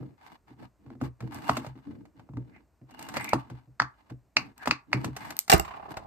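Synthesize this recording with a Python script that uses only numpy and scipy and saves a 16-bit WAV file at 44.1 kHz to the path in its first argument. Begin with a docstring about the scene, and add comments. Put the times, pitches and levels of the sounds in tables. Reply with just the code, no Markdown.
"""The domes of a silicone pop toy snap through under fingers, on a desk in a small bedroom. Each flip is one
pulse with a brief ring of cup and rim. Presses pat the rubber and thud in the desk top; the tacky sheet scuffs,
ticks and creaks as it is shifted. Near the end a hand knocks against a camera on the same desk, which rings and
rattles on its stand. All is heard through the camera's two microphone ports, over faint room air."""
import sys
import numpy as np
from scipy import signal
from scipy.io import wavfile

SR = 44100
rng = np.random.default_rng(int(sys.argv[2]) if len(sys.argv) > 2 else 0)


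def generate_wav(signal):
    """Clip the signal to [-1, 1] and save it as 16-bit WAV at the path in sys.argv[1]."""
    frames = np.transpose(np.atleast_2d(signal))
    scaled = np.clip(frames, -1, 1) * 32767
    pcm = np.round(scaled).astype(np.int16)
    wavfile.write(sys.argv[1], SR, pcm)


N = 267422
T = np.arange(SR // 3) / SR  # time axis of one event, s

# Spectra. Each row: frequency in Hz, relative gain in dB.
AIR_SPECTRUM = [(20, -9), (55, 4.5), (125, -9), (300, -13), (600, -16), (1300, -25), (3000, -34),
                (8000, -35.5), (16000, -41)]
SCUFF_SPECTRUM = [(200, -26.5), (500, -3), (850, 5.5), (1150, 3), (1600, -3), (2100, -3), (2550, -11),
                  (2870, -8), (3300, -8), (4500, -12), (7000, -32), (16000, -54.5)]
FIZZ_SPECTRUM = [(1500, -41.5), (4000, 3), (8000, 15), (13000, 12), (16000, -17.5)]
RUMBLE_SPECTRUM = [(20, -26), (45, -20), (75, -5), (125, 0.5), (190, -3.5), (300, 2.5), (380, -12.5),
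                   (500, -8), (1200, -58.5)]
CLICK_SPECTRUM = [(100, -10), (450, -1), (800, 2.5), (2500, -0.5), (4000, 1.5), (5800, -1), (8000, -1.5),
                  (13000, -6), (16000, -11)]
SNAP_SPECTRUM = [(100, -26), (300, -10), (480, -16), (700, -0.5), (1100, 3), (1450, -2.5), (1900, 0),
                 (2700, -2.5), (3500, 1), (4400, 4.5), (5200, 1), (6200, 0.5), (9000, -14), (16000, -14)]
MIC_RESPONSE = [(20, -0.5), (60, -1), (400, -0.5), (500, -4.5), (630, 0.5), (2800, -0.5), (3250, -7),
                (4300, -2), (5600, -2.5), (7500, -1), (8150, -1.5), (9300, -3), (10500, -17.5), (11800, -1),
                (14500, -1.5), (16000, -19)]
STAND_SPECTRUM = [(200, -16), (500, -8), (800, 0), (1150, 2.5), (1600, -9.5), (3000, -9), (6000, -23),
                  (15000, -27)]
# Bedroom decay. Each row: frequency in Hz, t60 in seconds.
ROOM_DECAY = [(100, 0.33), (300, 0.094), (1000, 0.26), (2500, 0.17), (5000, 0.15), (9000, .16),
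              (15000, 0.074)]
# Hand and sheet sliding. Each row: three times in seconds (once sorted: start, fastest, end),
# scuff level in dB, rumble level in dB.
SLIDE_STROKES = [(0, 0.004, 0.17, -61.5, -41.5), (0.169, 0.275, 0.3, -51.5, -61.5),
                 (0.29, 0.328, 0.37, -49, -53), (.46, 0.509, .56, -57, -57),
                 (0.554, 0.626, 0.69, -53.5, -46), (0.78, 0.963, 0.94, -64.5, -49.5),
                 (0.999, 1.041, 1.102, -45, -35), (1.188, 1.25, 1.37, -55.5, -42),
                 (1.294, 1.357, 1.517, -41.5, -42), (1.411, 1.495, 1.73, -40.5, -41),
                 (1.7, 1.79, 2, -61.5, -59), (1.858, 1.873, 2.122, -63.5, -41.5),
                 (2.13, 2.19, 2.3, -67.5, -51.5), (2.26, 2.522, 2.66, -69, -53.5),
                 (2.865, 2.937, 3.025, -56, -54), (2.962, 3.018, 3.18, -42.5, -48),
                 (3.035, 3.178, 3.39, -40.5, -40.5), (3.328, 3.377, 3.49, -53, -53.5),
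                 (3.44, 3.468, 3.67, -56.5, -53.5), (3.88, 4.113, 4.14, -61.5, -67),
                 (4.375, 4.549, 4.39, -49.5, -43), (4.62, 4.713, 4.55, -52, -59.5),
                 (4.864, 5.12, 5.06, -48.5, -36), (5.11, 5.272, 5.41, -42, -45),
                 (5.58, 5.647, 12, -58.5, -59), (5.887, 5.929, 5.92, -40, -38)]
# Stretched rubber. Each row: start and end in seconds, first and last pitch in Hz, width in Hz,
# level in dB.
SHEET_CREAKS = [(1.415, 1.637, 2830, 2770, 133, -58), (2.498, 2.614, 1900, 2200, 706, -67),
                (2.889, 3.13, 2830, 2830, 200, -63.5), (3.122, 3.279, 1810, 2200, 639.7, -43.5),
                (3.206, 3.25, 8150, 8070, 122, -52.5), (3.269, 3.343, 2150, 2270, 410, -41.5),
                (4.585, 4.69, 1890, 1244, 546, -49.5), (5.188, 5.327, 1930, 1910, 650, -55)]
# Fingertip drags. Each row: start in seconds, length in seconds, pitch in Hz, level in dB.
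FINGER_GROANS = [(1.265, 0.046, 319.6, -48.5), (1.864, 0.054, 284.6, -41)]
# Peeling skin and nails. Each row: start in seconds, level in dB, tilt in dB per octave.
FINGER_TICKS = [(.027, -34, -18), (.271, -48, -3), (.625, -37, -11.5), (1.2045, -33, -6.5),
                (1.3452, -26, 5.5), (1.4895, -20, -8.5), (1.568, -17, -4), (1.664, -27.5, -6),
                (2.053, -44.5, -6), (2.194, -42, -8), (2.561, -44.5, -10), (2.908, -43.5, -2.5),
                (2.9922, -31, -0.5), (3.026, -28.5, 0.5), (3.087, -26.5, -2), (3.1395, -26.5, -4.5),
                (3.243, -22, 0.5), (3.2913, -22, 1), (3.499, -34, -6), (4.0997, -41.5, -5.5),
                (4.5789, -33, 2.5), (5.044, -16.5, -3.5), (5.1641, -25.5, -3), (5.3048, -22, -1),
                (5.3672, -17, 7.5), (5.3902, -3, 6), (5.479, -26, -1.5), (5.969, -24, -6)]
# Desk top modes. Each row: frequency in Hz, level in dB, t60 in seconds.
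DESK_MODES = [(66, -17, 1), (126.3, -2, 0.56), (118.7, -14, 0.24), (150, -7.5, 0.16), (250, 4.5, 0.078),
              (257.5, -9, 0.21), (275.6, -11.5, 0.54), (324.3, -5, 0.13), (399.3, -10.5, 0.086)]
# Presses and landings. Each row: start in seconds, level in dB, hardness (upper mode gain) in dB.
PRESSES = [(0.008, -31.5, -13), (0.506, -42, 0), (0.621, -44, -11), (0.862, -37.5, 0.5), (0.902, -38.5, 32),
           (0.952, -38.5, 1), (1.015, -17, -1.5), (1.044, -27, -13), (1.207, -38, -25),
           (1.224, -28.5, -3.5), (1.353, -37, -9.5), (1.493, -21.5, -1.5), (1.574, -25, 7),
           (1.666, -31, -26), (1.754, -39, 5), (2.292, -36.5, -15.5), (2.335, -31, -22), (2.37, -23.5, -7),
           (2.814, -41, -11), (3.161, -30, 8.5), (3.334, -19, 0), (3.509, -32.5, -16), (3.674, -46, -26.5),
           (3.805, -29, -5.5), (4.108, -32, -7), (4.361, -33.5, -5.5), (4.673, -23.5, 5), (4.711, -29.5, 2),
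           (4.942, -19, -5), (5.047, -25.5, -7), (5.074, -27, -8.5)]
# Camera modes. Each row: frequency in Hz, level in dB, t60 in seconds, phase between ports in radians.
CASE_MODES = [(76, -11, 0.1, 2), (107, -5.5, 0.034, -0.5), (161, -3.5, 0.055, 1.55),
              (249, -7, 0.0194, -1.4), (337.5, -1, 0.061, 0.63), (404, -2, 0.033, -1.3),
              (672, -2.5, 0.038, -2), (751, -1.5, 0.035, -2), (1207, -2.5, 0.05, -3),
              (2100, 1.5, 0.011, 1.5), (2780, -3, 0.023, 1.5), (8400, -14.5, 0.046, -1.2)]
# Hand hitting the camera. Each row: start in seconds, crack level in dB, tilt in dB per octave, # crack t60 in
# seconds, case ring level in dB, low mode gain in dB.
CAMERA_KNOCKS = [(5.4971, -3.5, -0.5, 0.051, -9.5, -24), (5.5165, -1.5, 0, 0.018, -22, -26.5),
                 (5.525, -4, -5, 0.078, -3, -24.5), (5.533, -3.5, 7, 0.026, -8, -25.5),
                 (5.5396, -13.5, -7.5, 0.082, -4, 11.5), (5.545, -15, 2, 0.012, -29, -8.5),
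                 (5.578, -21, 9, 0.019, -46, -6), (5.5969, -10, 4.5, 0.0058, -16, -4)]
# Dome flips. Each row: time in seconds, level in dB, treble edge in Hz, cup pitch in Hz,
# relative cup ring level in dB, relative skin smack level in dB.
DOME_POPS = [(1.0139, -27, 780, 1100, 34, -8), (1.495, -7, 890, 1040, -5.5, -15),
             (1.647, -30, 1100, 830, 9, -10), (2.29, -43, 1000, 782, 11, -21),
             (2.336, -45.5, 1090, 871, 18.5, -22.5), (2.370, -36.5, 990, 690, 6, -45),
             (3.1692, -16, 1900, 895, -10.5, -3), (3.333, -6.5, 901, 809, 0.5, -9),
             (3.8003, -4.5, 2400, 1750, 2, -36), (3.82, -15.5, 2000, 1400, -7, -19),
             (4.369, -3.5, 3720, 2676, -1.5, -17.5), (4.658, -24.5, 1470, 1020, -4, -2.5),
             (4.6743, -12, 1030, 940, -8, -8), (4.7107, -6, 3000, 2550, -3, -17),
             (4.931, -7.5, 2150, 2274, 1.5, -13.5)]


def amp(db):
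    return 10 ** (np.asarray(db) / 20)


def unit_rms(x):
    return x / np.sqrt(np.mean(x ** 2) + 1e-20)


def unit_peak(x):
    return x / (abs(x).max() + 1e-20)


def unit_blow(x):
    """Scales to the energy of 1 ms at full level."""
    return x / np.sqrt((np.atleast_2d(x) ** 2).sum(1).mean() / (SR / 1000))


def lookup(points, hz):
    """Interpolates on a log-frequency axis."""
    table_hz, value = np.transpose(points)
    return np.interp(np.log(hz + 1), np.log(table_hz + 1), value)


def decay(t60_s):
    return np.exp(-np.log(1000) * T / max(t60_s, 1e-3))


def attack(rise_s):
    return 1 - np.exp(-T / rise_s)


def add(mix, start_s, sound, pan_db=0):
    """Mixes in a sound; positive pan is left."""
    part = mix[:, max(round(start_s * SR), 0):][:, :sound.shape[-1]]
    part += (sound * amp([[pan_db / 2], [-pan_db / 2]]))[:, :part.shape[1]]


def colour(x, db_of_hz, size=4096):
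    """Minimum-phase filter."""
    log_gain = np.log(amp(db_of_hz(abs(np.fft.fftfreq(size, 1 / SR)))) + 1e-5)
    taps = np.fft.ifft(np.exp(np.conj(signal.hilbert(log_gain)))).real[:size // 2]
    return signal.oaconvolve(np.atleast_2d(x), taps[None], axes=1)[:, :x.shape[-1]]


def shaped(x, spectrum):
    """Applies a spectrum; rms 1."""
    return unit_rms(colour(x, lambda f: lookup(spectrum, f)))


def stereo_noise(size, spread):
    common, side = rng.standard_normal((2, size))
    return np.array([common + spread * side, common - spread * side])


def flutter(rate_hz):
    """Smooth random curve; rms 1."""
    return unit_rms(np.interp(np.arange(N) * rate_hz / SR, np.arange(N), rng.standard_normal(N)))


def delay_left(x, samples):
    return np.array([np.pad(x[0], (samples, 0))[:N], x[1]])


def crack(tilt_db_oct, t60_s, rise_s=0.00099):
    """One contact: a dying burst of tiny slips."""
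    slips = stereo_noise(len(T), 0.45) * decay(t60_s) * attack(rise_s)
    gain_db = lambda f: lookup(CLICK_SPECTRUM, f) + tilt_db_oct * np.log2((f + 300) / 3000)
    return unit_peak(colour(slips, gain_db))


def bedroom(x, near_db, near_t60_s, tail_db, echoes_per_s=4000):
    """Adds quick reflections from desk and body, then a short tail from the walls."""
    taps = rng.choice([-1., 1.], (2, len(T))) * (rng.random((2, len(T))) < echoes_per_s / SR)
    taps = taps + 0.12 * taps[::-1]  # channel crossfeed
    hz, t, spectra = signal.stft(taps * (T > 0.006), SR, nperseg=256)
    fade = amp(-60 * t / lookup(ROOM_DECAY, hz)[:, None])
    tail = signal.istft(spectra * fade, SR, nperseg=256)[1][:, :len(T)]
    near = taps * decay(near_t60_s) * (T > 0.001)
    echo = amp(near_db) * near / np.linalg.norm(near[0]) + amp(tail_db) * tail / np.linalg.norm(tail[0])
    return x + signal.fftconvolve(x, echo, axes=1)[:, :N]


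def room_air(level_db=-66.5):
    """Steady, bass-heavy noise of the still room."""
    return amp(level_db) * shaped(stereo_noise(N, 0.27), AIR_SPECTRUM)


def snags(rate_hz=24, jump_db=7, t60_s=0.027):
    """Friction gain: tacky rubber sticks and tears free at uneven intervals."""
    times_s = np.cumsum(rng.uniform(0.3, 1.7, 400)) / rate_hz
    jumps = np.bincount((times_s * SR).astype(int), amp(jump_db) * rng.random(len(times_s)), N)[:N]
    return 1 + signal.oaconvolve(jumps, decay(t60_s))[:N]


def sliding(scuff_db=-1, fizz_db=-54, rumble_db=-2, brisk_db=-41, grain_db=4, grains_per_s=600):
    """Rubber catches and slips in clumped grains; the hand's weight rumbles beneath."""
    t, power = np.arange(N) / SR, np.zeros((2, N))
    for *times_s, stroke_db, weight_db in SLIDE_STROKES:
        speed = np.interp(t, np.sort(times_s), [0, 1, 0]) ** 0.99
        power += amp([[stroke_db], [weight_db]]) ** 2 * speed ** 2
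    scuff, rumble = np.sqrt(power)
    fizz = (scuff / amp(brisk_db)) ** 1.36  # brisk strokes are brighter
    sizes = amp(grain_db * np.minimum(rng.exponential(1, N), 4.5))
    grains = sizes * (rng.random(N) < grains_per_s / SR) * stereo_noise(N, 1)
    friction = unit_rms(grains) + 0.7 * stereo_noise(N, 0.96)
    friction *= amp(3 * flutter(90)) * snags()
    return (amp(scuff_db) * scuff * shaped(friction, SCUFF_SPECTRUM)
            + amp(fizz_db) * fizz * shaped(friction, FIZZ_SPECTRUM)
            + amp(rumble_db) * rumble * shaped(stereo_noise(N, 0.73), RUMBLE_SPECTRUM))


def creaks(stutter_db=4, stutter_hz=120):
    """Stick-slip drives one resonance of the sheet, which glides as the stretch changes."""
    out = np.zeros((2, N))
    stutter = amp(stutter_db * flutter(stutter_hz))
    for start_s, end_s, first_hz, last_hz, width_hz, db in SHEET_CREAKS:
        size = round((end_s - start_s) * SR)
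        carrier = np.exp(2j * np.pi * np.cumsum(np.linspace(first_hz, last_hz, size)) / SR)
        pole = np.exp(-np.pi * width_hz / SR)
        slips = stereo_noise(SR, 1)[:, :size]
        ring = signal.lfilter([1], [1, -2 * pole, pole ** 2], slips / carrier) * carrier
        add(out, start_s, amp(db) * unit_rms(ring.real) * signal.windows.tukey(size, 0.5))
    return out * stutter


def groans():
    """A fingertip drags on the rubber: a short low tone."""
    out = np.zeros((2, N))
    for start_s, length_s, hz, db in FINGER_GROANS:
        t = T[T < length_s]
        tone = np.sin(2 * np.pi * hz * t) * signal.windows.tukey(len(t), 0.4)
        add(out, start_s, amp(db) * unit_rms(tone))
    return out


def ticks(soft_t60_s=0.044, hard_db_oct=-3, halving_db_oct=2.5):
    """Skin peels off and nails catch; harder contacts are brighter and briefer."""
    out = np.zeros((2, N))
    for start_s, db, tilt_db_oct in FINGER_TICKS:
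        halvings = max(tilt_db_oct - hard_db_oct, 0) / halving_db_oct
        add(out, start_s, amp(db) * crack(tilt_db_oct, soft_t60_s * 0.5 ** halvings))
    return out


def pats(gain_db=-9):
    """Skin meets rubber at each press: a dull pat, louder on a hard landing."""
    out = np.zeros((2, N))
    for start_s, db, hard_db in PRESSES:
        add(out, start_s, amp(db + gain_db + 0.3 * hard_db) * crack(tilt_db_oct=-10, t60_s=0.021))
    return out


def desk_thuds(gain_db=-1, upper_db=3, pad_db=-16, rise_s=0.0066, settle_s=0.08):
    """A fingertip bottoms out on the desk; hard landings wake upper modes, the settling hand damps."""
    out = np.zeros((2, N))
    envelope = attack(rise_s) * np.exp(-(T / settle_s) ** 3)
    for start_s, db, hard_db in PRESSES:
        detunes = 1 + 0.018 * rng.standard_normal(len(DESK_MODES))
        ring = np.zeros(len(T))
        for (hz, mode_db, t60_s), detune in zip(DESK_MODES, detunes):
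            gain = amp(mode_db + (hard_db + upper_db) * (hz > 200))
            ring += gain * np.sin(2 * np.pi * hz * detune * T) * decay(t60_s)
        pad = shaped(stereo_noise(len(T), 0.18), RUMBLE_SPECTRUM) * decay(0.21)
        thud = (unit_peak(ring) + amp(pad_db) * pad) * envelope
        add(out, start_s, amp(db + gain_db) * unit_peak(thud), pan_db=-1)
    return out


def stand_rattle(start_s=5.646, period_s=0.0302, shrink=0.99, first_db=-30, fall_db=0.6, dull_db_oct=3.1):
    """The camera rocks on its stand, each tap sooner, weaker and duller."""
    out = np.zeros((2, N))
    for k in range(16):
        tap = stereo_noise(len(T), 0.87) * decay(0.073) * attack(0.0046)
        tap = colour(tap, lambda f: lookup(STAND_SPECTRUM, f) - dull_db_oct * k * np.log2(1 + f / 2000))
        add(out, start_s, amp(first_db - fall_db * k) * unit_peak(tap), pan_db=-2)
        start_s += period_s * shrink ** k
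    return out


def case_ring(rise_s=0.00052):
    """Knocks ring the camera's case; each mode reaches the two ports with its own phase offset."""
    out = np.zeros((2, N))
    for start_s, *_, ring_db, low_db in CAMERA_KNOCKS:
        ring = np.zeros((2, len(T)))
        for hz, mode_db, t60_s, phase_rad in CASE_MODES:
            mode = np.sin(2 * np.pi * hz * T + np.array([[phase_rad], [0]]))
            ring += amp(mode_db + low_db * (hz < 500)) * decay(t60_s) * mode
        add(out, start_s, amp(ring_db) * unit_peak(ring * attack(rise_s)), pan_db=-3)
    return out


def knocks():
    """The hand strikes and scrapes the camera: sharp cracks."""
    out = np.zeros((2, N))
    for start_s, db, tilt_db_oct, t60_s, *_ in CAMERA_KNOCKS:
        add(out, start_s, amp(db) * crack(tilt_db_oct, t60_s))
    return out


def dome_pops(gain_db=-3, strain_db=-21, strain_s=0.0013, shiver_db=-28, shiver_t60_s=0.014, rim_hz=4550):
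    """A dome strains, then flips in one pulse; cup air and taut rim ring, the wall shivers, skin smacks."""
    out, lead = np.zeros((2, N)), SR // 200
    strain = amp(strain_db) * np.exp(-T[:lead][::-1] / strain_s)
    shiver = amp(shiver_db) * decay(shiver_t60_s)

    def ring(hz, t60_s):
        tone = np.sin(2 * np.pi * hz * T) * decay(t60_s) * attack(0.00023)
        return unit_blow(np.pad(tone, (lead, 0)))

    for flip_s, db, edge_hz, cup_hz, cup_db, smack_db in DOME_POPS:
        # A faster flip is brighter; a smaller cup rings more briefly and radiates less bass.
        band_db = lambda f: -10 * np.log10((1 + (f / edge_hz) ** 4) * (1 + (cup_hz / 2 / (f + 20)) ** 2))
        push = stereo_noise(lead + len(T), 0.4) * np.append(strain, shiver)
        push[:, lead] += 1  # the flip
        snap = unit_blow(colour(push, lambda f: lookup(SNAP_SPECTRUM, f) + band_db(f)))
        cup = amp(cup_db) * ring(cup_hz, t60_s=0.0062 * (cup_hz / 1000) ** -0.2)
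        rim = amp(band_db(rim_hz)) * ring(rim_hz, t60_s=0.006)
        add(out, flip_s - lead / SR, amp(db + gain_db) * unit_blow(snap + cup + rim))
        add(out, flip_s - 0.001, amp(db + smack_db) * crack(tilt_db_oct=-5, t60_s=0.042))
    return out


def scene():
    """Toy, camera and room air; toy and camera contacts reach the right port first."""
    toy = bedroom(dome_pops(), near_db=-4, near_t60_s=0.02, tail_db=-14)
    toy += bedroom(ticks() + pats(), near_db=-14, near_t60_s=0.016, tail_db=-15.5)
    toy += bedroom(sliding() + creaks(), near_db=-3.5, near_t60_s=0.03, tail_db=-20)
    toy += bedroom(desk_thuds() + groans(), near_db=-16, near_t60_s=0.014, tail_db=-18.5)
    contacts = delay_left(knocks() + stand_rattle(), samples=22)
    camera = bedroom(contacts + case_ring(), near_db=-9, near_t60_s=0.013, tail_db=-14.5)
    return delay_left(toy, samples=4) + camera + room_air()


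def record(dry, low_hz=54, high_hz=16300):
    """Microphone response, bass cut, band limit."""
    heard = colour(dry, lambda f: lookup(MIC_RESPONSE, f))
    heard = signal.sosfilt(signal.butter(4, low_hz, "high", fs=SR, output="sos"), heard)
    lowpass = signal.firwin(511, high_hz, window=("kaiser", 9), fs=SR)
    return signal.oaconvolve(heard, lowpass[None], "same")


dry = scene()
out = record(dry)
generate_wav(out)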